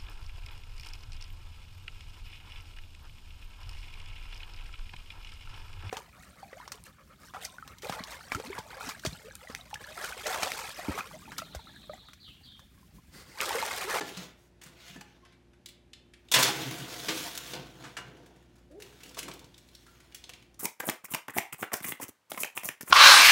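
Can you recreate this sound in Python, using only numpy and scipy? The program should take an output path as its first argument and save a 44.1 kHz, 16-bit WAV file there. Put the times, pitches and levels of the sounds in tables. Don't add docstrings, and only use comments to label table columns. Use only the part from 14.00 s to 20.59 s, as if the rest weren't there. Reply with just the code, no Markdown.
import sys
import numpy as np
from scipy import signal
from scipy.fft import rfft, irfft
from scipy.io import wavfile
from scipy.ndimage import uniform_filter1d

SR = 44100
rng = np.random.default_rng(int(sys.argv[2]) if len(sys.argv) > 2 else 0)


def unload_audio(sound):
    columns = np.transpose(np.atleast_2d(sound))
    steps = np.round(np.clip(columns, -1, 1) * 32767)
    wavfile.write(sys.argv[1], SR, steps.astype(np.int16))


N = 290619

# start_s, level_db, centre_hz, low part weight_db, bright edge_db, rattle t60_s
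KNOCKS = [(0.0074, -23, 1430, -3, -48, 0.083), (0.169, -31, 3880, -13, -8.5, 0.11),
          (0.613, -41, 2460, -36.5, -11, 0.21), (0.634, -45.5, 1400, -31, 7.5, 0.06),
          (0.6591, -43, 1350, -31, -8, 0.2), (0.9597, -37.5, 1750, -2, -17.5, 0.068),
          (1.009, -28, 2060, -16, -11.5, 0.038), (2.3148, -19.5, 3470, -20, 0.5, 0.14),
          (2.337, -9.5, 3350, -20, -5, 0.18), (2.3583, -10.5, 2480, -14, -29.5, 0.14),
          (2.3846, -17, 1394, -13, -4.5, 0.51), (2.4259, -11, 4150, -35, -3.5, 0.091),
          (2.4449, -22, 3460, -24, -9, 0.33), (2.7829, -30, 2500, -5, -2, 0.037),
          (2.9383, -27, 2220, -15.5, -7, 0.039), (3.0825, -16.5, 3140, -11.5, -15.5, 0.16),
          (3.173, -30.5, 2900, -22, -2, 0.1), (3.2603, -28, 1890, -19, -19, 0.053),
          (3.3496, -27.5, 3480, -19, -2.5, 0.055), (3.3747, -25, 3740, -44, 3, 0.042),
          (3.5332, -25, 3700, -6.5, -11.5, 0.082), (3.8375, -34, 1500, -11.5, -36, 0.22),
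          (3.967, -23, 1520, -16.5, -27, 0.097), (5.1685, -30.5, 1130, -4, -25, 0.091),
          (5.2799, -28.5, 1070, -4, -32.5, 0.075), (6.2925, -28, 2947, -17, -8.5, 0.038)]
# frequency_hz, level_db
WEIGHT = [(90, -21), (150, -2.5), (400, 2.5), (800, -8), (1300, -19)]
# start_s, level_db, favoured_hz, reach_octaves (6 dB down there)
THUDS = [(.01, -33.5, 825, .1), (.012, -35.5, 392, 0.11), (.012, -35, 1746, .1), (0.17, -33.5, 180, 0.068),
         (.66, -43.5, 158, 0.15), (.9, -43, 158, 0.21), (.958, -31, 260, .1), (.975, -41, 161, 0.17),
         (.96, -47, 1746, .1), (1.013, -45.5, 825, .1), (2.316, -26, 3500, 0.09),
         (2.338, -19.5, 3500, 0.091), (2.427, -25.5, 3600, 0.089), (2.361, -31, 128, .1),
         (2.379, -26.5, 535, .1), (2.431, -31, 392, 0.114), (2.49, -30, 825, .1), (2.655, -38, 128, 0.087),
         (2.657, -31, 260, 0.118), (2.702, -41, 158, 0.12), (3.089, -39, 335, 0.086), (3.541, -45, 335, .1),
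         (3.97, -47, 2870, .1), (4.049, -45, 140.3, 0.31), (5.169, -38, 1113, .1), (5.284, -43.5, 535, .1),
         (5.289, -42, 158, 0.14)]
# frequency_hz, t60_s on the rack
PANEL = [(128, 0.26), (158, 0.25), (180, 0.35), (260, 0.095), (335, .18), (392, 0.22), (535, 0.14),
         (825, 0.22), (1113, 0.11), (1746, 0.24), (2870, 0.29), (3400, .12), (3620, .12)]
# frequency_hz, level_db, t60_s
SHEET_MODES = [(380, -4, 5.0), (510.6, -3, 0.29), (850, -9, 5.0), (1010, 2.5, 0.87), (1516, -4.5, 0.83),
               (1800, 4, 0.41), (2064, -12, 0.31), (2190, -3.5, 0.46), (2814, -0.5, 0.41),
               (3070, -12, 0.85), (3537, -20.5, 0.25), (3440, -36.5, 1.2), (3420, -6.5, 0.72),
               (3740, 0, 0.2), (3800, 0.5, 0.52), (3820, -6, 0.52), (4526, -19, 0.49), (4940, -17, 0.55),
               (5100, -16, 0.55), (5260, -14, 0.83), (5330, -21, 0.68), (5940, -7.5, 0.33),
               (6800, -24, 0.38), (6520, -11, 0.37), (7100, -11, 0.16), (7149, -15, 0.42), (7990, -8, 0.21),
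               (7400, -14, 0.53), (7300, -6, 0.16), (7450, -25, 0.38)]
# frequency_hz, level_db, t60_s
OVEN_MODES = [(158.4, -15.5, 0.22), (273, -3.5, 0.18), (327, -1, .5), (490, -9.5, .3), (733, 0, 0.36)]
# full_at_s, hold_s, swell_db_per_s, fade_db_per_s,
# scrape_db, rumble_db and edge_db (both relative to the scrape)
STROKES = [(0.071, 0.0147, 144, 142, -50, -2.5, -5), (0.222, 0.0084, 77, 221, -48, -7.5, -7.5),
           (0.39, 0.049, 400., 200., -77.5, 3, 6), (0.682, 0.042, 176, 41, -73, 7.5, -20),
           (0.88, .01, 104, 110., -53, -23, -7.5), (1.08, 0.055, 100., 57, -70.5, -5, -12),
           (1.257, 0.057, 500., 120., -70.5, -12, -30), (2.458, 0.035, 394, 350., -33.5, -6.5, -8),
           (2.577, 0.021, 108, 20.5, -43, -1.5, -4.5), (3.154, 0.087, 49, 77, -44, -3.5, 0),
           (3.44, .09, 60., 200., -51, -19, -2), (3.554, 0.012, 400., 119, -50.5, 5, -32),
           (3.81, .07, 152, 134, -59, 2.5, -8), (3.992, 0.0176, 400., 37.5, -62, 10, -12),
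           (4.838, 0.028, 299.5, 58, -64.5, 2.5, -1), (5.04, 0.047, 100., 103, -62.5, -1.5, -2),
           (5.187, .005, 900., 900., -47, -16, 1), (5.24, 0.09, 100., 70., -63.5, 8, -6),
           (5.78, 0.14, 18, 33.5, -69, -16, -2), (6.283, 0.021, 29, 59.5, -68, 1, -5)]
# frequency_hz, level_db
SCRAPE = [(410, -27.5), (700, 3), (778, -18), (874, -3.5), (1160, 1), (2650, 4.5), (3300, 5.5), (7000, -10),
          (9100, -62), (15400, -120)]
RUMBLE = [(41, -39), (70, -19.5), (130, 7), (230, -5), (268, 5.5), (522, -1.5), (581, -7), (850, -3),
          (1200, -14.5), (1560, -12), (2640, -120)]
# frequency_hz, level_db
EDGE = [(3240, -12.5), (5500, -2), (6670, 0), (8320, -2.5), (15100, -5.5), (16100, 0), (16500, -52.5)]
# start_s, level_db, centre_hz, bright edge_db
SNAPS = [(0.8803, -39.5, 1900, -8), (1.25, -41.5, 1770, -51), (1.323, -45.5, 1920, -46),
         (1.5328, -50, 1840, -36), (1.6591, -27, 3840, -6), (1.6866, -37, 3220, 0.5),
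         (1.9323, -29, 3500, -34.5), (2.136, -35, 2700, -47), (2.2852, -38, 3520, -18),
         (4.1682, -47, 1730, -20), (4.26, -47, 1772, -6.5), (4.8006, -39, 1920, -5),
         (4.821, -31.5, 2860, -3), (4.9244, -47, 1510, -19.5), (5.0038, -38.5, 2100, -25.5),
         (5.033, -33, 2890, -3), (5.093, -33, 5320, -5), (5.1448, -32.5, 3000, -10), (5.189, -22, 3030, 0),
         (5.1996, -35, 2960, -7), (5.229, -27, 2530, -4), (5.282, -38, 3060, 6.5),
         (5.314, -27.5, 3580, -23), (5.3368, -43, 3760, 11.5), (5.393, -37, 4060, -3),
         (5.4434, -39.5, 4410, -9), (5.542, -38.5, 3599, -15), (5.579, -40, 3540, 0.5),
         (5.687, -40, 4230, -14), (5.7497, -31.5, 4200, -9.5), (5.8643, -43.5, 1525, -9.5),
         (6.002, -43, 2000, -10), (6.122, -40.5, 2960, -34), (6.1458, -29.5, 2850, 2.5),
         (6.2396, -28, 4250, -26.5), (6.335, -32, 3260, -14), (6.4236, -44, 2980, -9),
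         (6.543, -46.5, 5340, -2)]
# start_s, length_s, first_hz, last_hz, peak_db, swell_share of length
SQUEAKS = [(1.222, 0.035, 1080, 1090, -56.5, .45), (4.7, 0.098, 257.7, 462, -42.5, 0.97),
           (4.798, .035, 387, 457, -49, 0.65), (5.87, 0.047, 1443, 1270, -57, 0.29)]
# pitch_hz, level_db
OCTAVE = [(265, 3.5), (285, 3), (330, -8), (430, -23)]
# frequency_hz, t60_s
KITCHEN_DECAY = [(150, 0.56), (800, 0.51), (2000, 0.58), (5500, 0.31), (14000, 0.2)]
# frequency_hz, level_db
AIR = [(15, -43), (25, -21), (64, -1.5), (293, -9), (344, -6), (405, -11.5), (714, -17.5), (775, -17.5),
       (1160, -23.5), (1790, -23), (3620, -28.5), (12200, -41), (16000, -61.5)]
# frequency_hz, level_db
HUM = [(59, -64.5), (119, -70), (178, -72), (240, -73.5), (266, -76), (353, -69), (590, -80.5)]
# time_s, level_db
HUM_FADE = [(0, -0.5), (4.8, 3), (5.6, 1), (6.59, -1)]

ON_RACK_FROM_S, ON_RACK_TO_S = 2.2, 4.6
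HELD_TIME_SHARE = 0.45
HELD_RING_DB = -10
SWING_CYCLES = 1.4
CRACKLE_CYCLES = 116
TICKS_FROM_S, TICKS_TO_S, TICK_COUNT = 4.3, 4.76, 5
TICK_DB, TICK_SPREAD_DB, TICK_EDGE_DB = -53, 1.5, -6.5
GLIDE_BEND = 1.2
SWELL_DB, SLIP_DB = 15, 15.5
SLIP_JITTER = 0.033
AIR_DB = -65
BAND_LIMIT_HZ = 15900


def gain_of(db):
    return 10 ** (np.asarray(db) / 20)


def evened(x):
    return x / np.sqrt(np.mean(x ** 2) + 1e-20)


def read(points, hz):
    f, value = np.transpose(points)
    return np.interp(np.log(hz + 1), np.log(f + 1), value)


def add(mix, start_s, sound):
    part = mix[round(start_s * SR):][:len(sound)]
    part += sound[:len(part)]


def coloured(x, spectrum):
    hz = np.fft.rfftfreq(len(x), 1 / SR)
    inside = (hz > spectrum[0][0]) & (hz < spectrum[-1][0])
    return evened(irfft(rfft(x) * gain_of(read(spectrum, hz)) * inside, len(x)))


def wander(per_s):
    steps = rng.standard_normal(1000)
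    return evened(np.interp(np.arange(N) * per_s / SR, np.arange(1000), steps))


def grit(size, spread_db, per_s):
    sizes = gain_of(spread_db * np.minimum(rng.exponential(1, size), 4))
    struck = rng.random(size) < per_s / SR
    return sizes * rng.standard_normal(size) * struck


def burst(t60_s, rise_s):
    t = np.arange(8192) / SR
    return (1 - np.exp(-t / rise_s)) * gain_of(-60 * t / np.clip(t60_s, .005, .4))


def knocks():
    out = np.zeros(N)
    for start_s, level_db, hz, weight_db, edge_db, t60_s in KNOCKS:
        rattle = grit(8192, 3.1, 20000.)
        hump = [(400, -20), (900, -6), (0.44 * hz, -4), (hz, 0), (1.47 * hz, -4), (8000, -15), (15500, -36)]
        body = coloured(rattle, hump) + gain_of(edge_db) * coloured(rattle, EDGE)
        low = gain_of(weight_db) * coloured(rattle, WEIGHT)
        knock = body * burst(t60_s, 0.002) + low * burst(1.67 * t60_s, 0.0017)
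        add(out, start_s, gain_of(level_db - 9.0) * knock)
    return out


def thuds():
    out = np.zeros(N)
    t = np.arange(8192) / SR
    for start_s, level_db, favoured_hz, reach in THUDS:
        time_share = 1 if ON_RACK_FROM_S < start_s < ON_RACK_TO_S else HELD_TIME_SHARE
        thud = np.zeros(len(t))
        for hz, t60_s in PANEL:
            mode_db = level_db - 6 * (np.log2(hz / favoured_hz) / reach) ** 2
            swing = np.sin(2 * np.pi * hz * t)
            thud += gain_of(mode_db) * swing * burst(time_share * t60_s, SWING_CYCLES / hz)
        add(out, start_s, thud)
    return out


def ringing(x, modes):
    t = np.arange(SR // 2) / SR
    pairs = rng.random((len(modes), 2))
    ring = np.zeros(len(t))
    for (hz, level_db, t60_s), (phase, detune) in zip(modes, pairs):
        first = np.sin(2 * np.pi * hz * t + 2 * np.pi * phase)
        second = np.sin(2 * np.pi * hz * (1 + .006 * detune) * t)
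        ring += gain_of(level_db - 60 * t / min(t60_s, .32)) * (first + second)
    return signal.oaconvolve(x, ring / np.linalg.norm(ring))[:N]


def patchy(x, spread_db):
    z = signal.stft(x, nperseg=512, noverlap=384)[2]
    across_pitch = uniform_filter1d(rng.standard_normal(z.shape), size=5, axis=0)
    patches = uniform_filter1d(across_pitch, size=14, axis=1)
    changed = z * gain_of(spread_db * evened(patches))
    return evened(signal.istft(changed, nperseg=512, noverlap=384)[1][:N])


def slides():
    t = np.arange(N) / SR
    catches = signal.oaconvolve(abs(grit(N, 1.3, 50.0)), burst(0.026, 0.00091))[:N]
    hand = gain_of(1.1 * wander(60.))
    rough = patchy(grit(N, 2.4, 15000.), 2.1) * hand * (1 + 0.4 * catches)
    layers = [coloured(rough, spectrum) for spectrum in (SCRAPE, RUMBLE, EDGE)]
    power = np.zeros((3, N))
    for full_s, hold_s, swell, fade, scrape_db, rumble_db, edge_db in STROKES:
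        before_s = np.maximum(full_s - t, 0)
        after_s = np.maximum(t - full_s - hold_s, 0)
        shape = gain_of(scrape_db - swell * before_s - fade * after_s)
        power += (shape * gain_of([[0], [rumble_db], [edge_db]])) ** 2
    return (layers * np.sqrt(power)).sum(0)


def snaps():
    out = np.zeros(N)
    click = signal.unit_impulse(8192, idx=40)
    for start_s, level_db, hz, edge_db in SNAPS + ticks():
        hump = [(700, -30), (.5 * hz, -9), (hz, 0), (1.32 * hz, -6), (12000, -22)]
        grains = grit(8192, 0.79, 20000.)
        crack = coloured(click, hump) + gain_of(edge_db) * coloured(click, EDGE)
        crackle = coloured(grains, hump) + gain_of(edge_db) * coloured(grains, EDGE)
        snap = 0.028 * crack * burst(0.02, 0.00024)
        snap += 1.046 * crackle * burst(CRACKLE_CYCLES / hz, 0.0012)
        add(out, start_s, gain_of(level_db - 11) * snap)
    return out


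def ticks():
    late, loud, high = rng.random((TICK_COUNT, 3)).T
    start_s = TICKS_FROM_S + (TICKS_TO_S - TICKS_FROM_S) * (np.arange(TICK_COUNT) + late) / TICK_COUNT
    level_db = TICK_DB + TICK_SPREAD_DB * (2 * loud - 1)
    centre_hz = 2098 * (0.56 + 0.37 * high)
    return [(s, db, hz, TICK_EDGE_DB) for s, db, hz in zip(start_s, level_db, centre_hz)]


def squeaks():
    out = np.zeros(N)
    for start_s, length_s, first_hz, last_hz, peak_db, swell_share in SQUEAKS:
        u = np.linspace(0, 1, round(length_s * SR))
        peak_at = np.clip(swell_share, .05, .95)
        hz = first_hz + (last_hz - first_hz) * u ** GLIDE_BEND
        uneven = evened(uniform_filter1d(rng.standard_normal(len(u)), size=200))
        phase = 2 * np.pi * np.cumsum(hz * (1 + SLIP_JITTER * uneven)) / SR
        tone = np.sin(phase) + gain_of(read(OCTAVE, hz)) * np.sin(2 * phase)
        level_db = peak_db + np.interp(u, [0, peak_at, 1], [-SWELL_DB, 0, -SLIP_DB])
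        add(out, start_s, gain_of(level_db) * tone * signal.windows.tukey(len(u), .2))
    return out


def kitchen(x):
    taps = np.zeros(SR)
    at = np.arange(140, SR - 20, 20)
    taps[at + rng.integers(0, 20, len(at))] = rng.choice([-1., 1.], len(at))
    hz, t, z = signal.stft(taps, SR, nperseg=256)
    decay = gain_of(-60 * t / read(KITCHEN_DECAY, hz)[:, None])
    tail = signal.istft(z * decay, SR, nperseg=256)[1]
    return signal.oaconvolve(x, tail / np.linalg.norm(tail))[:N]


def kitchen_air():
    t = np.arange(N) / SR
    air = gain_of(AIR_DB + 0.42 * wander(1.0)) * coloured(rng.standard_normal(N), AIR)
    hum = np.zeros(N)
    for hz, level_db in HUM:
        level = gain_of(level_db + 1.2 * wander(6.6))
        hum += level * np.sin(2 * np.pi * hz * t + 0.9 * wander(6.9))
    return air + hum * gain_of(np.interp(t, *np.transpose(HUM_FADE)))


def scene():
    blows, rubbing = knocks(), slides()
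    t = np.arange(N) / SR
    on_rack = (t > ON_RACK_FROM_S) & (t < ON_RACK_TO_S)
    sheet_drive = gain_of(-18.0 + HELD_RING_DB * ~on_rack) * blows + gain_of(-27.0) * rubbing
    oven_drive = on_rack * (gain_of(-22.0) * blows + gain_of(-21.0) * rubbing)
    sheet = ringing(sheet_drive, SHEET_MODES)
    walls = ringing(oven_drive, OVEN_MODES)
    metal = blows + thuds() + rubbing + sheet + walls
    light = snaps() + squeaks()
    room = kitchen(gain_of(-8.5) * metal + gain_of(-5.5) * light)
    return (metal + light + room + kitchen_air())[None]


def record(dry):
    low_pass = signal.firwin(511, BAND_LIMIT_HZ, window=("kaiser", 9), fs=SR)
    return signal.oaconvolve(dry, low_pass[None], "same")


dry = scene()
out = record(dry)
unload_audio(out)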